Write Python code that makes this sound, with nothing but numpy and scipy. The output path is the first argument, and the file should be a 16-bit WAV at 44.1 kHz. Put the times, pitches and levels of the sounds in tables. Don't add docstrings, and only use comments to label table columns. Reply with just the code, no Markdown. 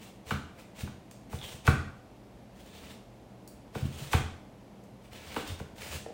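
import sys
import numpy as np
from scipy import signal
from scipy.fft import rfft, irfft, next_fast_len
from scipy.io import wavfile
from scipy.ndimage import map_coordinates

SR = 44100
rng = np.random.default_rng(int(sys.argv[2]) if len(sys.argv) > 2 else 0)


def generate_wav(sig):
    pcm = np.round(np.clip(np.atleast_2d(sig).T, -1, 1) * 32767).astype(np.int16)
    wavfile.write(sys.argv[1], SR, pcm)


N = 270333
TOP_HZ = 15900


def amp(db):
    return 10 ** (np.asarray(db) / 20)


def unit(x):
    return x / np.sqrt(np.mean(x ** 2) + 1e-20)


def peak_one(x):
    return x / np.abs(x).max()


def along(points, hz):
    f, value = np.transpose(points)
    return np.interp(np.log(hz + 1), np.log(f), value)


def wobble(rate):
    knots = rng.standard_normal(int(N * rate / SR) + 4)
    return map_coordinates(knots, [np.arange(N) * rate / SR])


def filtered(x, response):
    size = next_fast_len(len(x) + 8192)
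    return irfft(rfft(x, size) * response(np.fft.rfftfreq(size, 1 / SR)), size)[:len(x)]


def coloured(x, spectrum):
    return unit(filtered(x, lambda hz: amp(along(spectrum, hz))))


def add(track, s, sound):
    start = max(round(s * SR), 0)
    track[start:start + len(sound)] += sound[:N - start]


def ring(modes, scatter_db):
    t = np.arange(SR // 2) / SR
    x = 0
    for k, (hz, db, t60) in enumerate(modes):
        level = db + scatter_db * rng.standard_normal() - 60 * t / t60
        x = x + (-1) ** k * amp(level) * np.sin(2 * np.pi * hz * t)
    return peak_one(x)


def bend(x, delay):
    def response(hz):
        turns = np.sqrt(100 * hz) - hz * np.sqrt(100 / TOP_HZ) / 2
        return np.exp(-4j * np.pi * delay * turns)
    return filtered(x, response)


def click(spectrum, delay):
    impulse = signal.unit_impulse(SR // 2, SR // 1000)
    return peak_one(bend(coloured(impulse, spectrum), delay))


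def chatter(spectrum, t60):
    t = np.arange(SR // 2) / SR
    decay = np.exp(-np.log(1000) * t / t60)
    return peak_one(coloured(rng.standard_normal(len(t)) * decay, spectrum))


def crackle(rate, spread_db):
    size = amp(spread_db * np.minimum(rng.exponential(size=N), 5))
    return (rng.random(N) < rate / SR) * size * rng.choice([-1, 1], N)


def slip(hz, rise):
    t = np.arange(SR // 50) / SR
    return t / rise * np.exp(1 - t / rise) * np.sin(2 * np.pi * hz * t)


def squelch(rate, centre_hz, spread_db):
    out, pressure = np.zeros(N), wobble(12)
    for n in np.flatnonzero(rng.random(N) < rate / SR):
        pitch, size = rng.standard_normal(2)
        hz = centre_hz * np.exp(.14 * pitch + 0.158 * pressure[n])
        add(out, n / SR, amp(spread_db * size) * slip(hz, rise=0.0007))
    return unit(out)


# f/Hz, relative level/dB, t60/s
TABLE_MODES = [(77.5, -7.5, 0.42), (84.9, 1, 0.23), (130.6, -8, 0.12), (136.3, -5, 0.17), (155, -30, 0.021),
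               (210.1, -6.5, 0.4), (232.5, -13, 0.21), (291, -10, 0.068)]


def boom(delay, centre_hz, rise, scatter_db):
    t = np.arange(SR // 2) / SR - delay
    swell = np.exp(-(np.minimum(t, 0) / rise) ** 2) * np.clip((t + delay) / 0.002, 0, 1)
    x = 0
    for hz, db, t60 in TABLE_MODES:
        focus_db = -8.5 * abs(np.log2(hz / centre_hz))
        strength = amp(db + focus_db + scatter_db * rng.standard_normal())
        decay = np.exp(-np.log(1000) * np.maximum(t, 0) / t60)
        x = x + strength * swell * decay * np.cos(2 * np.pi * hz * t + np.pi / 4)
    return peak_one(x)


# start t/s, time to full force t/s, easing-off time t/s,
# rind level at full force/dB before the layer trims, wet fizz level over the rind/dB before its trim
STROKES = [(0.0, 0.023, 0.07, -55, 0.5), (0.27, 0.02, 0.024, -47.5, -0.5),
           (0.565, 0.034, 0.027, -57.5, -2.5), (0.766, 0.048, 0.027, -48, 0.5),
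           (1.31, 0.011, 0.077, -51.5, 1.5), (1.42, 0.027, 0.043, -48.5, 0.5), (1.48, .05, 0.028, -50, 1),
           (1.655, 0.018, .004, -43, 0.5), (2.54, 0.067, 0.045, -59.5, -1), (2.665, 0.09, .1, -54.5, -3.5),
           (2.815, .1, .025, -52.5, -3), (3.743, 0.0039, .15, -49, -2), (3.92, 0.13, 0.042, -47, -0.5),
           (4.113, 0.016, .004, -39, 2.5), (5.025, 0.02, 0.027, -62, 0), (5.126, 0.0056, 0.035, -48.5, -4),
           (5.18, 0.23, 0.0091, -47.5, -4), (5.44, 0.054, 0.051, -45, -3.5), (5.773, 0.057, 0.12, -47, 0),
           (5.895, 0.046, 0.024, -42, -1.5)]
# f/Hz, relative level/dB
CRUNCH_COLOUR = [(150, -44), (400, 5), (900, 1.5), (1500, -1.5), (2800, 0), (4000, -3.5), (6000, -15),
                 (10000, -45)]
FIZZ_COLOUR = [(2000, -63), (4000, -7), (5500, 0), (8500, 0.5), (11000, -7), (13000, -11.5), (14700, -1.5),
               (16000, -1.5)]
ENTRY_DB, EXIT_DB = -8.5, -11.5
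CONTACT_S = 0.021


def slicing():
    t = np.arange(N) / SR
    rind, flesh = np.zeros(N), np.zeros(N)
    for start, push, ease, crunch_db, fizz_db in STROKES:
        end = start + push + ease
        contact = np.clip(1 + np.minimum(t - start, end - t) / CONTACT_S, 0, 1)
        push_db = np.interp(t, [start, start + push, end], [ENTRY_DB, 0, EXIT_DB])
        force = contact * amp(crunch_db + push_db)
        rind += force
        flesh += force * amp(fizz_db)
    grip = amp(2.44 * wobble(70))
    crunch = amp(-1.0) * rind * coloured(crackle(rate=2000, spread_db=1.5), CRUNCH_COLOUR)
    slips = amp(-8) * rind * squelch(rate=260, centre_hz=2732, spread_db=0.5)
    fizz = amp(-3.5) * flesh * coloured(crackle(rate=4800, spread_db=2.5), FIZZ_COLOUR)
    table = boom(delay=0.01173, centre_hz=86, rise=0.001, scatter_db=-12)
    rumble = unit(signal.fftconvolve(rng.standard_normal(N), table)[:N])
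    drag = amp(-3.5) * rind * rumble
    return grip * (crunch + slips + fizz + drag)


# f/Hz, relative level/dB
AIR_COLOUR = [(15, -50), (25, -45), (48, -4.5), (84, -14), (120, -7), (149, -12), (195, -4.5), (269, -9),
              (334, -11), (372, -13.5), (693, -14), (1360, -28.5), (1990, -30.5), (2210, -30),
              (15900, -48.5)]
# f/Hz, mean rms level/dB
HUM_TONES = [(120, -62), (200, -62)]
AIR_DB = -52.5


def air():
    t = np.arange(N) / SR
    hum = 0
    for hz, db in HUM_TONES:
        level = amp(db + wobble(3.82)) * np.sqrt(2)
        hum = hum + level * np.sin(2 * np.pi * hz * t + .5 * wobble(4.4))
    return hum + amp(AIR_DB) * coloured(rng.standard_normal(N), AIR_COLOUR)


# t/s, edge crack level/dB, board clack level/dB, clack f/Hz,
# wooden body level/dB, table boom level/dB, boom f/Hz, boom delay t/s (levels before the layer trims)
KNOCKS = [(0.3073, -27, -20, 1340, -29.5, -23.5, 218, .018),
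          (0.8736, -54, -38.5, 1440, -45.5, -54, 120, .015),
          (1.327, -47, -34.5, 1140, -37.5, -29.5, 110, .019), (1.651, -48, -59, 1200, -41, -41, 120, .015),
          (1.676, -23, -11, 1440, -21.5, -10, 124, .014), (3.750, -38, -31.5, 1030, -29.5, -29, 175, .018),
          (4.1314, -16.5, -14.5, 1080, -23.5, -14.5, 106, .022),
          (5.363, -26.5, -24, 1200, -26, -29.5, 340, .012), (5.598, -42, -40, 1420, -35, -31.5, 149, .018)]
# f/Hz, relative level/dB, t60/s
BOARD_MODES = [(748, -1, 0.082), (829, 6, .026), (928, -6, 0.043), (1095, -11.5, 0.096), (1201, 3, 0.024),
               (1340, -6, 0.047), (1486, 4.5, 0.021), (1580, -16, 0.086), (1884, -10.5, 0.045),
               (2323, -5, 0.052), (2610, -4, .02)]
# f/Hz, relative level/dB
CRACK_COLOUR = [(500, 1), (1200, 10), (2000, 11), (2800, 11.5), (3800, 6.5), (5000, -3), (8500, -3.5),
                (12000, -17.5), (16000, -5)]
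BODY_COLOUR = [(130, -24), (230, -9), (300, 9.5), (370, -1.5), (440, 7.5), (580, -12), (780, -2.5),
               (1100, -4.5), (2000, -39)]
FOCUS_DB_PER_OCT = 11


def knocks():
    out = np.zeros(N)
    for s, crack_db, clack_db, clack_hz, body_db, boom_db, boom_hz, delay in KNOCKS:
        board = []
        for hz, db, t60 in BOARD_MODES:
            board.append((hz, db - FOCUS_DB_PER_OCT * abs(np.log2(hz / clack_hz)), t60))
        add(out, s, amp(crack_db - 12.0) * click(CRACK_COLOUR, delay * .5))
        add(out, s, amp(crack_db - 2) * chatter(CRACK_COLOUR, t60=0.097))
        add(out, s, amp(clack_db - 0.5) * bend(ring(board, scatter_db=1), delay * 0.602))
        add(out, s, amp(body_db) * click(BODY_COLOUR, delay * 1.1))
        add(out, s, amp(boom_db + 1.0) * boom(delay, boom_hz, rise=0.0088, scatter_db=1.5))
    return out


# t/s, level/dB before the trim, boom f/Hz
THUDS = [(0.335, -25, 75), (0.827, -24.5, 168), (1.539, -35, 110), (3.822, -21.5, 132), (3.845, -21.5, 131),
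         (4.014, -30, 120), (5.494, -34.5, 80), (5.514, -30.5, 80), (5.947, -32, 70)]


def melon_thuds():
    out = np.zeros(N)
    for s, db, boom_hz in THUDS:
        add(out, s, amp(db - 0.5) * boom(0.01097, boom_hz, rise=0.01, scatter_db=5.5))
    return out


# t/s, level/dB before the tick and spatter trims,
# lower part's level against that/dB
SNAPS = [(1.1113, -37.5, -9.5), (1.6681, -23.5, -3.5), (2.661, -45, -20), (3.4762, -35, -24),
         (4.8379, -49.5, -25), (5.3428, -34.5, -1), (5.476, -31.5, -6.5), (5.5914, -41, -4),
         (5.9596, -33, -5)]


def snaps():
    out = np.zeros(N)
    for s, db, low_db in SNAPS:
        add(out, s, amp(db - 3.5) * click(FIZZ_COLOUR, delay=0.02))
        add(out, s, amp(db - 5.5) * chatter(FIZZ_COLOUR, t60=0.018))
        add(out, s, amp(db + low_db) * click(CRUNCH_COLOUR, delay=.012))
    return out


SQUEAK_START_S, SQUEAK_HZ, SQUEAK_SAG_HZ_PER_S = 1.388, 3600, 6900
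FIRST_GAP_S, LAST_GAP_S = 0.026, .010
GAP_SHRINK = 0.3
SQUEAK_DB = -34
SQUEAK_CREST_S, SQUEAK_FADE_DB_PER_S = .036, 210


def squeaks(count=9):
    out, age = np.zeros(N), 0
    for k in range(count):
        s = SQUEAK_START_S + age
        db = SQUEAK_DB - SQUEAK_FADE_DB_PER_S * abs(age - SQUEAK_CREST_S)
        hz = SQUEAK_HZ - SQUEAK_SAG_HZ_PER_S * age
        add(out, s, amp(db) * slip(hz, rise=0.00073))
        add(out, s, amp(db - 7.5) * click(CRACK_COLOUR, delay=0.013))
        age += LAST_GAP_S + (FIRST_GAP_S - LAST_GAP_S) * GAP_SHRINK ** k
    return out


# t/s, level/dB before the layer trims
TAPS = [(6.062, -27.5), (6.103, -35.5)]
# f/Hz, relative level/dB, t60/s
WEDGE_MODES = [(319, -10, 0.078), (463, -9.5, 0.073), (615, -5, 0.061), (763, -6, 0.025), (1820, -18, 0.02)]


def wedge_taps():
    out = np.zeros(N)
    for s, db in TAPS:
        add(out, s, amp(db - 3) * ring(WEDGE_MODES, scatter_db=4))
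        add(out, s, amp(db - 22) * click(CRUNCH_COLOUR, delay=.006))
    return out


# f/Hz, t60/s
ROOM_T60 = [(80, 0.55), (250, 0.5), (1500, 0.54), (4000, 0.55), (8000, 0.48), (15000, 0.27)]
# f/Hz, level/dB
ROOM_WET = [(30, -5), (70, -10.5), (150, -5.5), (400, 0), (800, -3.5), (1500, -2), (3000, -1), (5000, 2),
            (15000, 1.5)]
# f/Hz, share
MIRRORED = [(200, 0.89), (2300, 0.55), (3500, 0.3), (15000, 0.21)]


def room(x):
    frames = dict(nperseg=512, noverlap=384)
    hz, age, z = signal.stft(x, SR, **frames)
    decay = np.exp(-np.log(1e6) * age / along(ROOM_T60, hz)[:, None])
    fade = decay * np.clip(age / .006, 0, 1)
    fade = fade / fade.sum(axis=1, keepdims=True)
    tail_noise, wash_noise = signal.stft(rng.standard_normal((2, N)), SR, **frames)[2]

    tail = signal.istft(tail_noise * np.sqrt(fade / (age[1] * SR)), SR, **frames)[1][:SR]
    echoes = signal.fftconvolve(x, tail)[:N]

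    energy = signal.fftconvolve(abs(z) ** 2, fade, axes=1)[:, :len(age)]
    wash_gain = np.sqrt(abs(energy) / np.mean(abs(wash_noise) ** 2))
    wash = signal.istft(wash_noise * wash_gain, SR, **frames)[1][:N]

    def share(f):
        return np.clip(along(MIRRORED, f), 0, 1)

    mirrored = filtered(echoes, lambda f: np.sqrt(share(f)))
    scattered = filtered(wash, lambda f: np.sqrt(1 - share(f)))
    return filtered(mirrored + scattered, lambda f: amp(along(ROOM_WET, f)))


def scene():
    work = slicing() + knocks() + melon_thuds() + snaps() + squeaks() + wedge_taps()
    return (work + room(work) + air())[None]


def record(dry):
    return filtered(dry[0], lambda hz: hz < TOP_HZ)[None]


dry = scene()
out = record(dry)
generate_wav(out)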